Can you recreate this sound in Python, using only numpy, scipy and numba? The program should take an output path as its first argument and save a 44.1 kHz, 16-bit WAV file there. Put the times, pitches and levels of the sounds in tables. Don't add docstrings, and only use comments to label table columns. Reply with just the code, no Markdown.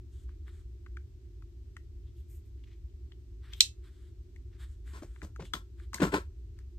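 import sys
import numpy as np
from scipy import signal
from scipy.fft import rfft, irfft
from scipy.io import wavfile
from scipy.ndimage import uniform_filter1d
from numba import njit

SR = 44100
rng = np.random.default_rng(int(sys.argv[2]) if len(sys.argv) > 2 else 0)


def log_audio(samples):
    frames = np.atleast_2d(samples).T
    limited = np.clip(frames, -1, 1)
    pcm = np.round(limited * 32767).astype(np.int16)
    wavfile.write(sys.argv[1], SR, pcm)


def decibels_to_gain(level_db):
    exponent = np.asarray(level_db, float) / 20
    return 10 ** exponent


N = 298998


def level(x, db):
    return x * decibels_to_gain(db) / np.sqrt(np.mean(x ** 2))


def colour(x, points):
    hz, db = np.transpose(points)
    n = x.shape[-1]
    f_hz = np.maximum(np.arange(n // 2 + 1) * SR / n, 1)
    gain_db = np.interp(np.log(f_hz), np.log(hz), db, -120, -120)
    return irfft(rfft(x) * decibels_to_gain(gain_db), n)


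@njit
def svf(x, hz, width):
    y, band_state, low_state = np.empty(len(x)), 0., 0.
    for i in range(len(x)):
        g = np.tan(np.pi * hz[i] / SR)
        k = width / hz[i]
        v = (band_state + g * (x[i] - low_state)) / (1 + g * (g + k))
        band_state = 2 * v - band_state
        low_state = low_state + 2 * g * v
        y[i] = k * v
    return y


def resonate(x, hz, width_hz):
    return svf(x, np.full(len(x), 1. * hz), width_hz)


def band(x, lo_hz, hi_hz):
    edges_hz = [lo_hz, min(hi_hz, .45 * SR)]
    return signal.sosfilt(signal.butter(2, edges_hz, "band", fs=SR, output="sos"), x)


def body(x, modes, spread=1.0):
    total = 0
    for k, (hz, width_hz, db) in enumerate(modes):
        gain = (-1) ** k * decibels_to_gain(db) / np.sqrt(width_hz)
        total = total + gain * resonate(x, hz, spread * width_hz)
    return total


def grains(rate_hz, scatter_db, smooth):
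    size_db = scatter_db * np.minimum(rng.exponential(size=N), 3)
    slips = (rng.random(N) < rate_hz / SR) * rng.choice([-1., 1.], N) * decibels_to_gain(size_db)
    return level(slips, 0) + smooth * rng.standard_normal(N)


def controls(rows, rise_db_s, fall_db_s):
    t = np.arange(N) / SR
    start, hold, db, *columns = np.transpose(rows)[:, :, None]
    rise_db = rise_db_s * np.maximum(start - t, 0)
    fall_db = fall_db_s * np.maximum(t - start - hold, 0)
    shapes_db = db - rise_db - fall_db
    loudest = np.argmax(shapes_db, axis=0)
    smoothed = [uniform_filter1d(c[loudest, 0], size=441) for c in columns]
    return [np.max(shapes_db, axis=0)] + smoothed


def place(x, pan_db, lead):
    early = np.append(x[lead:], np.zeros(lead))
    return np.array([early * decibels_to_gain(pan_db / 2), x * decibels_to_gain(-pan_db / 2)])


def add(out, x, s):
    i = int(s * SR)
    out[..., i:i + x.shape[-1]] += x[..., :N - i]


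def snip():
    # t/s, peak level/dB
    bites = [
        (3.6047, -20),
        (3.6066, -1),
        (3.6088, -12),
        (3.6152, -22),
    ]
    # f/Hz, width/Hz, level/dB
    blade_modes = [(2800, 280, -10), (3360, 631, 9.5), (4140, 48, 5.5), (5540, 360, -14.5), (7000, 150, -9),
                   (6766, 420, -8.5), (8930, 210, -8), (10105, 360, -7), (11600, 230, -19),
                   (12220, 390, -24.5), (13594, 468.5, -24.5), (14100, 340, -21.5)]
    # f/Hz, level/dB, T60/s
    jaw_modes = [(2646, -12.5, 0.18), (3904, -13, 0.096), (4630, -7.5, 0.12), (5389, -4, 0.06),
                 (5880, -16.5, 0.16), (6440, -15, 0.2), (8850, -12, 0.08)]
    peak_db = (-21, -19)
    origin_s, jaw_db = 3.6, -46.5

    push, k = np.zeros((2, 12000)), np.arange(88)
    for s, db in bites:
        burst = rng.standard_normal((2, 88)) * np.exp(-k / 14.0) * np.minimum(k / 22.0, 1)
        opposed = burst[1] * np.array([[1], [-1]])
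        add(push, decibels_to_gain(db) * (burst[0] + 0.8 * opposed), s - origin_s)
    ring = np.array([body(p, blade_modes, spread=2.8) for p in band(push, 1900, 14000)])
    ring = ring / np.abs(ring).max(axis=1, keepdims=True)

    t = np.maximum(np.arange(push.shape[1]) / SR + origin_s - bites[1][0], 0)
    jaw = 0
    for hz, db, t60_s in jaw_modes:
        phase = rng.random((2, 1))
        jaw = jaw + decibels_to_gain(db - 60 * t / t60_s) * (t > 0) * np.sin(2 * np.pi * (hz * t + phase))
    out = np.zeros((2, N))
    add(out, ring * decibels_to_gain(np.array(peak_db))[:, None] + decibels_to_gain(jaw_db) * jaw, origin_s)
    return out


def knocks():
    # start t/s, hold/s, thud level/dB, casing level/dB, grit level/dB
    contacts = [
        (4.935, 0.044, -67.5, -6.5, -15),
        (5.024, 0.01, -60, -27.5, -22),
        (5.228, 0.0166, -59.5, -18.5, -19),
        (5.402, 0.016, -55.5, -27, -46),
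        (5.54, 0.005, -56, -4.5, -11.5),
        (5.943, 0.005, -58.5, -3.5, -7.5),
        (6.003, 0.015, -45, -16, -32),
        (6.02, 0.02, -38.5, -11, -21),
        (6.125, 0.012, -45.5, -7, -25),
        (6.139, 0.015, -43.5, -5.5, -19.5),
    ]
    # f/Hz, width/Hz, level/dB
    bench_modes = [(167, 36, 11.5), (232, 58, -1), (300, 46, 1.5), (392, 84, 5), (525, 22, -2.5)]
    # f/Hz, width/Hz, level/dB
    casing_modes = [(864, 15, -1.5), (1071, 34, 11), (1345, 6.1, 6.5), (1540, 88, 7.5)]

    db, casing_db, grit_db = controls(contacts, rise_db_s=2494, fall_db_s=399)
    bumps = grains(400, 2.5, smooth=0.86)
    thud_drive, casing_drive = decibels_to_gain(db), decibels_to_gain(db + casing_db)
    thud = level(body(bumps * thud_drive, bench_modes, spread=2.1), 0)
    thud = thud * np.sqrt(np.mean(thud_drive ** 2))
    casing = level(body(bumps * casing_drive, casing_modes, spread=3.0), 0)
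    casing = casing * np.sqrt(np.mean(casing_drive ** 2))
    grit = level(band(bumps + 0.8 * rng.standard_normal(N), 2200, 15000), 0)
    grit = decibels_to_gain(db + grit_db) * grit
    return place(thud, 2.1, lead=2) + place(casing, 2.4, lead=10) + place(grit, 0.453, lead=2)


def blows():
    # t/s, peak level/dB, ring f/Hz
    hits = [(5.022, -51, 300), (5.031, -56.5, 600), (5.225, -53, 300), (5.394, -51, 422),
            (5.406, -51.5, 165), (5.541, -53, 300), (6.001, -37, 310.4), (6.018, -30, 300),
            (6.025, -36, 494), (6.03, -31, 167), (6.046, -36.5, 392), (6.067, -38, 300), (6.13, -38, 398),
            (6.14, -32.5, 392), (6.143, -37.5, 300), (6.144, -37.5, 861), (6.16, -48, 518),
            (6.181, -43.5, 377)]
    push_s, cycles = 0.002, 4.0
    out, t = np.zeros((2, N)), np.arange(12000) / SR
    for s, db, hz in hits:
        envelope = (1 - np.exp(-t / push_s)) * np.exp(-t * hz / cycles * 2)
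        ring = np.sin(2 * np.pi * hz * t) * envelope
        add(out, place(decibels_to_gain(db) * ring / np.abs(ring).max(), 1.5, lead=6), s)
    return out


def ticks():
    # t/s, peak level/dB, ring f/Hz, crack level/dB
    clicks = [(0.291, -71.5, 1390, -25), (0.479, -67, 1320, -17), (0.862, -65, 1370, -30),
              (0.969, -56, 1500, -24), (1.422, -68, 1220, -15), (1.766, -57.5, 1540, -11.5),
              (2.638, -77, 2290, -10), (2.898, -89, 3200, -15), (3.117, -71.5, 1740, -26),
              (3.1192, -70, 3070, -48), (3.533, -55.5, 3220, -4), (3.841, -82, 1630, -1),
              (4.36, -69, 2074, -9), (4.875, -70, 1653, -8), (4.944, -74, 1100, -21.5),
              (5.023, -62, 647, -29.5), (5.16, -67.5, 1370, -35), (5.217, -55, 1710, -20),
              (5.36, -59, 1300, -13), (5.395, -59, 750, -32), (5.403, -63.5, 1340, -12),
              (5.422, -79, 1220, -19), (5.452, -69.5, 2100, -2), (5.536, -45.5, 3430, -29),
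              (5.553, -59, 1530, -15), (5.797, -69.5, 1630, -12), (5.535, -42.5, 1280, -4),
              (5.931, -51, 1290, -10.5), (5.943, -52.5, 2080, 7), (5.982, -55, 1550, -23),
              (6.023, -45, 1500, -9.5), (6.036, -40, 1560, -26), (6.144, -42.5, 1135, -10),
              (6.588, -70, 1390, -4)]
    ring_t60_s, chatter_s, rise_s, knock_share = 0.007, 0.0022, 0.0022, 0.3
    out, t = np.zeros((2, N)), np.arange(4000) / SR
    envelope = np.exp(-t / chatter_s) * np.minimum(t / rise_s, 1)
    for s, db, hz, crack_db in clicks:
        chatter = rng.standard_normal((3, len(t))) * envelope
        ring = resonate(resonate(chatter[0], hz, 3.6 / ring_t60_s), hz, hz / 2)
        knock = band(band(chatter[1], 600, 3000), 700, 2500)
        crack = band(chatter[2], 2500, 14000)
        ring, knock, crack = (v / np.abs(v).max() for v in (ring, knock, crack))
        tick = ring + knock_share * knock + decibels_to_gain(crack_db) * crack
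        add(out, place(decibels_to_gain(db) * tick, 5, lead=5), s)
    return out


def rubs(rows, ring_hz, hiss_hz):
    db, scratch_db, hiss_db = controls(rows, rise_db_s=718.5, fall_db_s=449.5)
    out = []
    common = grains(2500, 0.92, smooth=0.9)
    for side_db in (.5, -.5):
        slips = common + 0.1 * rng.standard_normal(N)
        ring = level(resonate(slips, ring_hz, 0.4 * ring_hz), 0)
        ring = ring + level(band(slips, 900, 2700), -7)
        scratch = decibels_to_gain(scratch_db) * level(band(slips, 2600, 3700), 0)
        hiss = decibels_to_gain(hiss_db) * level(band(slips, *hiss_hz), 0)
        out.append(decibels_to_gain(db + side_db - 3.0) * (ring + scratch + hiss))
    return np.array(out)


def handle_rubs():
    # start t/s, hold/s, level/dB, scratch level/dB, hiss level/dB
    strokes = [(0.13, 0.11, -99, 2.5, 6), (0.285, 0.033, -95, -29, -16), (0.475, 0.018, -85.5, -8.5, -8),
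               (0.5, 0.11, -93.5, -7.5, -0.5), (3.44, 0.061, -84, -9.5, -12),
               (3.845, 0.039, -86.5, -7, -6.5), (3.92, 0.17, -96.5, -2, -1.5),
               (4.53, 0.028, -91.5, -12, -35), (4.605, 0.037, -79.5, -7.5, -4), (4.67, 0.07, -97, -3, 3.5),
               (4.87, 0.13, -83.5, -13, -2.5), (5.02, 0.2, -95, -10.5, 0), (5.455, 0.0066, -87.5, 9, 6.5),
               (5.79, 0.053, -89, -8, -5), (5.975, 0.016, -79.5, -21, -4.5), (6.58, 0.036, -95.5, -26, -16)]
    return rubs(strokes, ring_hz=1540, hiss_hz=(6200, 10800))


def wire_rubs():
    # start t/s, hold/s, level/dB, scratch level/dB, hiss level/dB
    strokes = [
        (2.07, 0.015, -102, 6.5, -8),
        (2.17, 0.037, -103, 6, 10),
        (2.3, 0.07, -99, -21, 15),
        (2.46, 0.0035, -100, -12, 7),
        (2.59, 0.014, -99, -21, -27),
        (2.64, 0.0065, -104, 16, -16),
        (2.675, 0.0058, -89, -11, -23),
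        (2.715, 0.017, -89, -11, -22),
        (3.53, 0.0028, -74.5, -7.5, -11),
        (3.56, 0.1, -86, 4, 4),
    ]
    return rubs(strokes, ring_hz=2200, hiss_hz=(7650, 15100))


def echo(near):
    # f/Hz, level/dB
    wall_colour = [(300, -8), (1000, -6), (2500, -1), (4000, -3), (7000, 0), (16000, 2)]
    high_t60_s, low_t60_s, split_hz, rise_s = 0.15, 0.085, 1400, 0.0069
    t = np.arange(SR // 3) / SR
    walls = colour(rng.standard_normal((2, len(t))), wall_colour)
    high = band(walls, split_hz, 13000) * decibels_to_gain(-60 * t / high_t60_s)
    low = band(walls, 170, split_hz) * decibels_to_gain(-60 * t / low_t60_s)
    tail = (high + low) * np.minimum(t / rise_s, 1)
    tail = tail / np.sqrt(np.sum(tail ** 2, axis=1, keepdims=True))
    return decibels_to_gain(-11) * signal.fftconvolve(near, tail, axes=1)[:, :N]


def workshop():
    # f/Hz, level/dB per Hz
    rumble_psd = [(11, -48.5), (18, -37.5), (41, -4.5), (64, 5), (77, -2.5), (92, -12.5), (112, -9.5),
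                  (126, -30.5), (194, -33.5), (227, -44), (247, -33), (309, -36), (346, -26.5),
                  (415, -38.5), (450, -54), (680, -61.5), (1140, -120)]
    # f/Hz, level/dB per Hz
    hiss_psd = [(330, -25), (700, 0), (1200, -3), (2200, -5), (4000, -7), (7000, -11), (16000, -12)]
    rumble_db, hiss_db = -50.5, -96
    mid, side = colour(rng.standard_normal((2, N)), rumble_psd)
    side = 0.0924 * side + 0.36 * band(side, 250, 800)
    rumble = level(np.array([1.04 * mid + side, mid - side]), rumble_db)
    return rumble + level(colour(rng.standard_normal((2, N)), hiss_psd), hiss_db)


def scene():
    near = snip() + knocks() + blows() + ticks() + handle_rubs() + wire_rubs()
    return near + echo(near) + workshop()


def roll_off(x):
    return signal.sosfilt(signal.butter(12, 16470, fs=SR, output="sos"), x)


def record(dry):
    # f/Hz, level/dB
    mic_response = [(10, -1.5), (6000, 22.5), (8400, 20.5), (9900, 8), (12500, 19), (15000, 11),
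                    (16300, -18), (22050, -41.5)]
    return roll_off(colour(dry, mic_response))


dry = scene()
out = record(dry)
log_audio(out)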